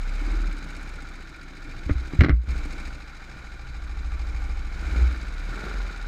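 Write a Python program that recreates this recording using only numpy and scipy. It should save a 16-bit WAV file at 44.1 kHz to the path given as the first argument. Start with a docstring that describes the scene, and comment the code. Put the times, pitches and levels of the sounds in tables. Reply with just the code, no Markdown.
"""On a kart track, at the driver's helmet: a one-cylinder four-stroke kart rolls along near idle,
with three blips of throttle. The crank shakes the frame and the firings make it boom. Exhaust puffs,
piston slaps and valve taps repeat every engine cycle, louder with revs and throttle, over a wash of
tyres and other karts. Around two seconds a gloved hand knocks the visor, making thuds and plastic
clacks, and the sound of the engine and track dips briefly."""
import sys
import numpy as np
from scipy import signal
from scipy.fft import rfft, irfft, next_fast_len
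from scipy.io import wavfile
from scipy.ndimage import uniform_filter1d

SR = 44100
rng = np.random.default_rng(int(sys.argv[2]) if len(sys.argv) > 2 else 0)


def persist_wave(psi):
    """Save psi, clipped to +-1, as 16-bit WAV."""
    counts = np.round(np.clip(psi, -1, 1) * 32767).astype(np.int16)
    wavfile.write(sys.argv[1], SR, np.atleast_2d(counts).T)


N = 267687
TIME = np.arange(N) / SR
IDLE_HZ = 27  # crank turns per second at idle
TOP_HZ = 15250  # treble above this is cut

# How fast the engine spins: time_s, turns_per_s
CRANK_SPEED = [(0.0, 30.56), (0.063, 31.92), (0.351, 39.8), (0.646, 32.96), (1.207, 29.13), (2.169, 27.26),
               (2.495, 28.03), (2.737, 26.98), (3.159, 27.31), (3.622, 26.46), (3.827, 26.81),
               (4.709, 26.3), (5.003, 41.99), (5.333, 34.7), (5.449, 35.53), (5.698, 46.85), (6.005, 38.22),
               (6.07, 37.87)]
# How hard the crank shakes the frame: time_s, level_db
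SHAKE_LEVEL = [(0, -28.5), (0.18, -26), (0.47, -25), (0.6, -34), (0.72, -32.5), (1.35, -44), (1.8, -37),
               (2.7, -32.5), (3.4, -46), (4.0, -33), (4.6, -30), (5.0, -35), (5.5, -30.5), (5.63, -38.1),
               (5.78, -24.5), (5.92, -34.5), (6.07, -30.7)]
# The frame's boom, strong where the engine labours or revs through its resonance: time_s, level_db
BOOM_LEVEL = [(0, -49), (0.33, -34.5), (0.6, -43.5), (1.8, -55), (2.54, -26), (2.72, -39), (2.9, -37.5),
              (3.22, -48.5), (3.6, -39), (4.1, -28), (4.55, -29), (4.74, -35), (4.94, -24.5), (5.04, -14),
              (5.17, -31.4), (5.4, -39.5), (6.07, -46)]
# The tones that make up a firing pulse: multiple_of_firing_rate, level_db
FIRING_TONES = [(3, 2), (4, 0), (5, -7), (6, -10), (7, -18)]

# Blows within one engine cycle (two crank turns): place_in_cycle, decay_cycles, level_db
EXHAUST_PUFFS = [(0.131, 0.79, -4.5), (0.52, 0.12, -4.5), (0.72, 0.66, -7)]
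PISTON_SLAPS = [(0.16, 0.32, -15.5), (.81, 0.071, -14), (0.902, 0.22, -11.5)]
VALVE_TAPS = [(.17, .15, -2), (.43, .08, 0), (.53, .08, -1), (.82, .05, -12)]
# The bass-to-treble balance of the exhaust, engine block, valves and gas hiss: frequency_hz, gain_db
EXHAUST_COLOUR = [(50, -38), (110, -13), (155, 1), (220, -4.5), (330, -12.5), (450, -12), (650, -18.5),
                  (1100, -28.5), (3000, -45.5)]
BLOCK_COLOUR = [(200, -17.5), (600, -12.5), (1020, -19.5), (1250, -9), (1500, -4.5), (1850, -6),
                (2350, -15.5), (2750, -16.5), (4000, -14.5), (9000, -39)]
VALVE_COLOUR = [(600, -15), (1600, -3.5), (2300, 7), (2550, 5.5), (2850, -2), (3400, -5), (4200, -1.5),
                (5300, -5), (5800, -7), (6800, -10.5), (9000, -14), (10500, -24.5), (12500, -28),
                (15000, -34)]
HISS_COLOUR = [(2500, -10), (5500, -22), (6700, -3.5), (9000, 6), (10500, -12.5), (12000, -11),
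               (13200, -15), (14000, -32)]
# Pitches that the engine and frame boost or weaken: frequency_hz, width_hz, boost_db
ENGINE_RESONANCES = [(301, 24, 5), (795, 19, 12), (1173, 13, 6.5), (1421, 194, 13.5), (1795, 23, 5.5),
                     (2178, 52, 10), (2377, 40, 10), (3010, 50, 4), (3526, 180, -7), (3600, 56, 10.5),
                     (3955, 220, 9), (4490, 165, -6.5), (4540, 43, 12.5), (4910, 145, 7), (5380, 110, 9),
                     (5600, 270, -11), (6460, 340, 5), (6720, 110, 9.5), (7640, 290, -5.5), (7700, 200, 9),
                     (8460, 350, -18), (8640, 140, 2.5), (10750, 540, 0), (11800, 300, 7)]
# How strongly the kart's din reaches the helmet: time_s, gain_db
DIN_LEVEL = [(0, -0.5), (.5, 1.5), (1.0, 0.4), (1.45, -2), (2.1, 3), (2.52, 5.5), (2.84, 4.5), (3.03, -0.4),
             (3.8, -.5), (4.5, 2.2), (4.75, 0.1), (5.0, 3.5), (5.35, -1), (5.6, 1), (6.07, -1)]
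# How loud each part gets: idle_db, db_per_doubling_of_revs, full_throttle_extra_db, db_per_din_db
EXHAUST_LOUDNESS = (-52.5, 4.5, 4.5, 1.4)
BLOCK_LOUDNESS = (-50, 9, 1.1, 0.25)
VALVE_LOUDNESS = (-53, 4, 0.9, 0.87)
FIN_LOUDNESS = (-57.5, 9, 0.8, -0.23)
TRACK_LOUDNESS = (-52, 5.5, 2.8, 1.1)

# The tones of the cylinder's cooling fins: pitch_hz, ring_s (time to fade by 60 dB), level_db
FIN_TONES = [(1370, 0.06, -5.5), (1451, 0.064, 5.5), (1486, 0.036, -3), (3920, 0.025, -6)]
# The honk of the air intake: time_s, level_db
HONK_LEVEL = [(0, -62), (.33, -39.5), (.7, -52), (1.3, -54.5), (1.65, -51.5), (2.7, -47.5), (3.2, -62),
              (4.4, -52.5), (4.8, -55.5), (5.0, -42), (5.35, -59), (5.65, -43), (6.07, -65)]
# The honk jumps higher at high revs: turns_per_s, pitch_hz
HONK_PITCH = [(27, 298), (39.5, 305), (42, 360), (47, 385)]
# Gas hissing through the open valve: time_s, level_db
HISS_LEVEL = [(0, -68), (.8, -64.5), (1.5, -74), (2.1, -72.5), (2.5, -65.5), (2.88, -68), (3.02, -78),
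              (4.7, -74), (5, -68), (6.07, -71)]
# The knock of slack in the drive, hardest at the lowest revs: turns_per_s, level_db
SLACK_LEVEL = [(26.4, -54), (28.5, -71), (42, -60.5)]
# The metal tones of that knock: pitch_hz, ring_s, level_db
SLACK_TONES = [(783, 0.18, -7.5), (818, 0.13, -3), (1172, 0.19, -3.5)]

# The helmet rocks on its padding: start_s, peak_db, pitch_hz, ring_s
THUDS = [(1.863, -18.5, 58.3, 0.13), (1.91, -9.5, 70, 0.058), (1.955, -17.5, 61, 0.36),
         (2.19, -3.5, 72.4, 0.17), (2.215, -3.5, 88, 0.036), (2.298, -12.5, 71.6, 0.21),
         (2.327, -9.5, 59, 0.37), (2.477, -23, 61.5, 0.24)]
# Glove and visor strike the shell: start_s, knock_db, clack_db, scrape_s, brightness_hz
KNOCKS = [(1.892, -27, -26, 0.0062, 2200), (1.896, -14, -25, 0.0058, 2200), (1.906, -20, -27, 0.0038, 2000),
          (2.135, -19, -30, .005, 2500), (2.193, -40.5, -19, 0.0018, 15000),
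          (2.208, -10.5, -5.5, 0.0028, 11000), (2.217, -5.5, -18, 0.0045, 8000),
          (2.236, -13, -13.5, 0.0035, 7000), (2.246, -9, -14.5, 0.0043, 6040),
          (2.262, -12.5, -28, 0.012, 3960), (2.285, -15, -23.5, 0.005, 3500),
          (2.2944, -10.5, -13, 0.0015, 12000), (2.302, -19, -25, 0.014, 2570)]
# The tones of the helmet's shell: pitch_hz, ring_s, level_db
SHELL_TONES = [(156.4, 0.24, 5.5), (209, 0.061, 2), (261, 0.11, 0), (286.5, 0.086, 9.5), (339, 0.15, -1),
               (417, 0.1, -33.5), (554, 0.028, -15.5), (740, 0.034, -12.5)]
# The bass-to-treble balance of the visor's clack: frequency_hz, gain_db
VISOR_COLOUR = [(200, -5.5), (600, -3.5), (950, -21.5), (1170, -2.5), (1430, 0.5), (1700, -5), (2100, 1),
                (2500, -10), (3300, -17), (4100, -19), (5400, -24.5), (6500, -34.5), (10000, -47.5),
                (15000, -52)]
# Pitches that the visor boosts or weakens: frequency_hz, width_hz, boost_db
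VISOR_RESONANCES = [(1100, 10, 7.5), (1380, 140, 0.5), (1910, 35, -1), (2047, 20, -4), (2130, 34, 2.5),
                    (2940, 29, -2.5), (3980, 250, 6.5), (4380, 42, 0.5)]
# The visor's latch snaps with the sharpest contacts: start_s, level_db
LATCH_SNAPS = [(2.195, -35), (2.208, -4), (2.225, -27), (2.2365, -27), (2.2944, -25)]
# The tones of the latch: pitch_hz, ring_s, level_db
LATCH_TONES = [(1230, .026, -3), (1440, .028, 0), (1690, .022, -5), (1970, .028, -1), (2240, .024, -2),
               (5400, .009, -17)]

# The wash of tyres and other karts: frequency_hz, gain_db
TRACK_COLOUR = [(59, -38.5), (100, 1.5), (154, -2), (238, -16), (312, -14.5), (400, -12), (1060, -9),
                (1440, -12), (1920, -15.5), (2270, -4), (2730, -18.5), (3890, -23.5), (5870, -24.5),
                (6650, -23.5), (14000, -49)]
# The springless frame jolting over the asphalt: frequency_hz, gain_db
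ROAD_COLOUR = [(8, 4), (14, 4.5), (30, -3.5), (60, 10), (90, -0.5), (130, 2), (400, -66)]


def frame_rumble(cycle, frame_hz=60, frame_width_hz=16, rough_db=-13, unsteady_db=1.5):
    """The off-balance crank shakes the kart once a turn, and the firings boom in the frame."""
    angle = 2 * np.pi * (cycle - .12)  # the firing comes a little way into the cycle
    shake = np.sqrt(2) * np.sin(2 * (angle + .06 * wander(14)))
    firings = -sum(undb(db) * np.sin(multiple * angle) for multiple, db in FIRING_TONES)
    firings = firings * undb(.9 * wander(22)) + undb(rough_db) * unit(wander(200))
    frame = signal.iirpeak(frame_hz, frame_hz / frame_width_hz, SR)
    boom = signal.lfilter(*frame, signal.lfilter(*frame, firings))
    boom = boom / np.sqrt(uniform_filter1d(boom ** 2, size=3300))  # even out, so the table sets the level
    shake_db = look_up(SHAKE_LEVEL) + unsteady_db * wander(10)
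    return shake * undb(shake_db) + boom * undb(look_up(BOOM_LEVEL))


def engine_clatter(cycle, revs):
    """The exhaust puffs, the piston slaps the block and the valves tap, over a churn of moving parts."""
    puffs = blows(cycle, EXHAUST_PUFFS, rise=.0037, scatter_db=2.5, jitter=.0077)
    slaps = blows(cycle, PISTON_SLAPS, rise=.025, scatter_db=1, jitter=.006)
    taps = blows(cycle, VALVE_TAPS, rise=.03, scatter_db=1.2, jitter=.006)
    # The small added numbers keep the churn going between blows.
    puffs = (puffs + .4) * grit(spread_db=2) + undb(-11) * onsets(puffs)
    slaps = (slaps + .11) * grit(spread_db=1.5) + undb(-24) * onsets(slaps)
    taps = (taps + .07) * grit(spread_db=1)
    exhaust = unit(colour(puffs, EXHAUST_COLOUR, ENGINE_RESONANCES)) * loudness(EXHAUST_LOUDNESS, revs)
    block = unit(colour(slaps, BLOCK_COLOUR, ENGINE_RESONANCES)) * loudness(BLOCK_LOUDNESS, revs)
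    valves = unit(colour(taps, VALVE_COLOUR, ENGINE_RESONANCES)) * loudness(VALVE_LOUDNESS, revs)
    return exhaust + block + valves


def fin_pings(cycle, revs):
    """The sharp start of each piston slap rings the cooling fins, harder at high revs."""
    hits = onsets(blows(cycle, PISTON_SLAPS, rise=.006, scatter_db=1.2, jitter=.008))
    return unit(signal.fftconvolve(hits, ring(FIN_TONES))[:N]) * loudness(FIN_LOUDNESS, revs)


def intake_honk(cycle, revs, width_hz=80):
    """Each gulp of air rings the airbox in a low, breathy honk."""
    gulps = blows(cycle, [(.45, .35, 0)], rise=.05, scatter_db=1, jitter=.005)
    air = (gulps + .5) * rng.standard_normal((2, N))
    flutter = signal.lfilter(*signal.butter(2, width_hz / 2, fs=SR), air)
    # Slow noise times a tone gives a narrow band of noise around that pitch.
    angle = 2 * np.pi * np.cumsum(look_up(HONK_PITCH, revs)) / SR
    honk = flutter[0] * np.sin(angle) + flutter[1] * np.cos(angle)
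    return unit(honk) * undb(look_up(HONK_LEVEL))


def valve_hiss(cycle):
    """A short, bright rush of gas escapes as a valve lifts."""
    opening = blows(cycle, [(.18, .05, -6), (.44, .07, 0)], rise=.03, scatter_db=1, jitter=.005)
    gas = colour(opening * rng.standard_normal(N), HISS_COLOUR, ENGINE_RESONANCES)
    return unit(gas) * undb(look_up(HISS_LEVEL))


def drive_knock(cycle, revs):
    """Just after each firing, the drive takes up its slack with a ringing metal knock."""
    hits = onsets(blows(cycle, [(.2, .1, 0)], rise=.001, scatter_db=1.5, jitter=.008))
    return unit(signal.fftconvolve(hits, ring(SLACK_TONES))[:N]) * undb(look_up(SLACK_LEVEL, revs))


def helmet_thuds(rise_s=.0013):
    """Each shove rocks the helmet on its padding in a low swing that dies away."""
    out = np.zeros(N)
    for start_s, peak_db, pitch_hz, ring_s in THUDS:
        start = int(start_s * SR)
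        t = TIME[:min(N - start, SR)]
        swing = fading_tone(t, pitch_hz, ring_s) * (1 - np.exp(-t / rise_s))
        out[start:start + len(t)] += undb(peak_db) * swing / np.abs(swing).max()
    return out


def visor_knocks(rattle_db=-22, rattle_s=.017):
    """Each contact rings the shell and scrapes the visor, which rattles on; soft contacts are duller."""
    shell = ring(SHELL_TONES)
    t = TIME[:len(shell)]
    hollow, scrapes = np.zeros(N), np.zeros(N)
    contacts = grit(spread_db=0)
    for start_s, knock_db, clack_db, scrape_s, brightness_hz in KNOCKS:
        span = slice(int(start_s * SR), int(start_s * SR) + len(t))
        hollow[span] += undb(knock_db) * shell
        fade = np.exp(-t / scrape_s) + undb(rattle_db) * np.exp(-t / rattle_s)
        treble_cut = signal.butter(2, brightness_hz, fs=SR)
        scrapes[span] += undb(clack_db) * signal.lfilter(*treble_cut, contacts[span] * fade)
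    return hollow + undb(6.5) * colour(scrapes, VISOR_COLOUR, VISOR_RESONANCES)


def latch_snaps(crack_db=-31, crack_s=.0012, rise_s=.0004):
    """The visor's latch snaps with a tiny, bright crack and a brief plastic ring."""
    latch = ring(LATCH_TONES)
    t = TIME[:len(latch)]
    latch = latch * (1 - np.exp(-t / rise_s))
    crack_fade = undb(crack_db) * np.exp(-t / crack_s)
    bright_noise = np.diff(rng.standard_normal(N + 1)) / 2
    out = np.zeros(N)
    for start_s, level_db in LATCH_SNAPS:
        span = slice(int(start_s * SR), int(start_s * SR) + len(t))
        out[span] += undb(level_db) * (latch + crack_fade * bright_noise[span])
    return out


def track_wash(revs):
    """Tyres on asphalt and the karts ahead blend into a wash that swells with the pace."""
    wash = unit(colour(rng.standard_normal(N), TRACK_COLOUR))
    return wash * loudness(TRACK_LOUDNESS, revs) * undb(wander(4.68))


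def road_rumble(level_db=-48):
    """The rolling wheels jolt the frame in a low, uneven rumble."""
    return unit(colour(rng.standard_normal(N), ROAD_COLOUR)) * undb(level_db + 2 * wander(17))


def level_dip(start_s=2.21, fall_s=.029, creep_s=.21, return_s=.043):
    """A gain that drops at the hardest knock, creeps partway back, then returns quickly."""
    times = start_s + np.cumsum([0, fall_s, creep_s, return_s])
    return undb(np.interp(TIME, times, [0, -21, -11, 0]))


def throttle(revs, coast_s=.4, full_pull_hz_per_s=75):
    """How far the throttle must open (0 to 1) to speed the crank up and hold it against drag."""
    pull = np.gradient(revs) * SR + (revs - IDLE_HZ) / coast_s
    return uniform_filter1d(np.clip(pull / full_pull_hz_per_s, 0, 1), size=SR // 10)


def loudness(rule, revs):
    """The gain of one part, from the revs, the throttle and how much din reaches the helmet."""
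    idle_db, doubling_db, throttle_db, din_share = rule
    effort_db = doubling_db * np.log2(revs / IDLE_HZ) + throttle_db * throttle(revs)
    return undb(idle_db + effort_db + din_share * look_up(DIN_LEVEL))


def blows(cycle, table, rise, scatter_db, jitter):
    """The swell and fade of repeating blows, uneven in timing and strength; times are in cycles."""
    power = 0
    for place, decay, level_db in table:
        position = cycle - place + jitter * wander(20) + 2
        count, age = position.astype(int), position % 1
        strengths = undb(level_db + scatter_db * rng.standard_normal(256))
        swell = (1 - np.exp(-age / rise)) * np.exp(-age / decay)
        power = power + (strengths[count] * swell) ** 2
    return np.sqrt(power)


def onsets(swell):
    """Keep only the sharp start of each blow, as a pulse."""
    return unit(np.maximum(np.diff(swell, prepend=swell[0]), 0))


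def grit(spread_db):
    """The noise of many tiny contacts; more spread makes them more unequal."""
    return unit(rng.standard_normal(N) * undb(spread_db * wander(2000)))


def ring(tones):
    """Half a second of a struck object's fading tones, with a peak of 1."""
    t = TIME[:SR // 2]
    sound = sum(undb(db) * fading_tone(t, pitch_hz, ring_s) for pitch_hz, ring_s, db in tones)
    return sound / np.abs(sound).max()


def fading_tone(t, pitch_hz, ring_s):
    """A pure tone that fades by 60 dB in ring_s."""
    return np.sin(2 * np.pi * pitch_hz * t) * np.exp(-np.log(1000) * t / ring_s)


def colour(sound, balance, resonances=()):
    """Shape a sound's bass-to-treble balance, then add narrow peaks and hollows."""
    size = 2 * next_fast_len(N)
    hz = np.maximum(np.fft.rfftfreq(size, 1 / SR), 1)
    points_hz, points_db = np.transpose(balance)
    gain = undb(np.interp(np.log(hz), np.log(points_hz), points_db))
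    for centre_hz, width_hz, boost_db in resonances:
        distance = 2 * (hz - centre_hz) / width_hz
        gain = gain * np.sqrt(1 + (undb(boost_db) ** 2 - 1) / (1 + distance ** 2))
    # Fold the filter in time so that it rings after each hit, never before.
    cepstrum = irfft(np.log(gain))
    cepstrum[1:size // 2] *= 2
    cepstrum[size // 2 + 1:] = 0
    return irfft(rfft(sound, size) * np.exp(rfft(cepstrum)))[:N]


def wander(rate_hz):
    """A smooth random drift, about 1 in size, that heads somewhere new rate_hz times a second."""
    hold = max(int(SR / rate_hz), 1)
    steps = np.repeat(rng.standard_normal(N // hold + 1), hold)
    return 1.76 * uniform_filter1d(uniform_filter1d(steps, hold), hold)[:N]


def look_up(table, at=TIME):
    """Read a two-column table along straight lines between its rows."""
    return np.interp(at, *np.transpose(table))


def undb(db):
    """Turn decibels into a gain to multiply by."""
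    return 10 ** (np.asarray(db) / 20)


def unit(sound):
    """Scale a sound to an average (rms) level of 1."""
    return sound / np.sqrt(np.mean(sound ** 2))


def scene():
    """Mix the engine and track with the knocks on the helmet, in one channel."""
    revs = look_up(CRANK_SPEED)  # crank turns per second
    cycle = np.cumsum(revs) / SR / 2  # a four-stroke fires every second turn
    engine = frame_rumble(cycle) + engine_clatter(cycle, revs) + fin_pings(cycle, revs)
    engine += intake_honk(cycle, revs) + valve_hiss(cycle) + drive_knock(cycle, revs)
    background = track_wash(revs) + road_rumble()
    helmet = helmet_thuds() + visor_knocks() + latch_snaps()
    return ((engine + background) * level_dip() + helmet)[None]


def record(dry):
    """Round off the loudest peaks and cut the highest treble."""
    treble_cut = signal.ellip(8, .2, 70, TOP_HZ, fs=SR, output="sos")
    return signal.sosfilt(treble_cut, np.tanh(dry))


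dry = scene()
out = record(dry)
persist_wave(out)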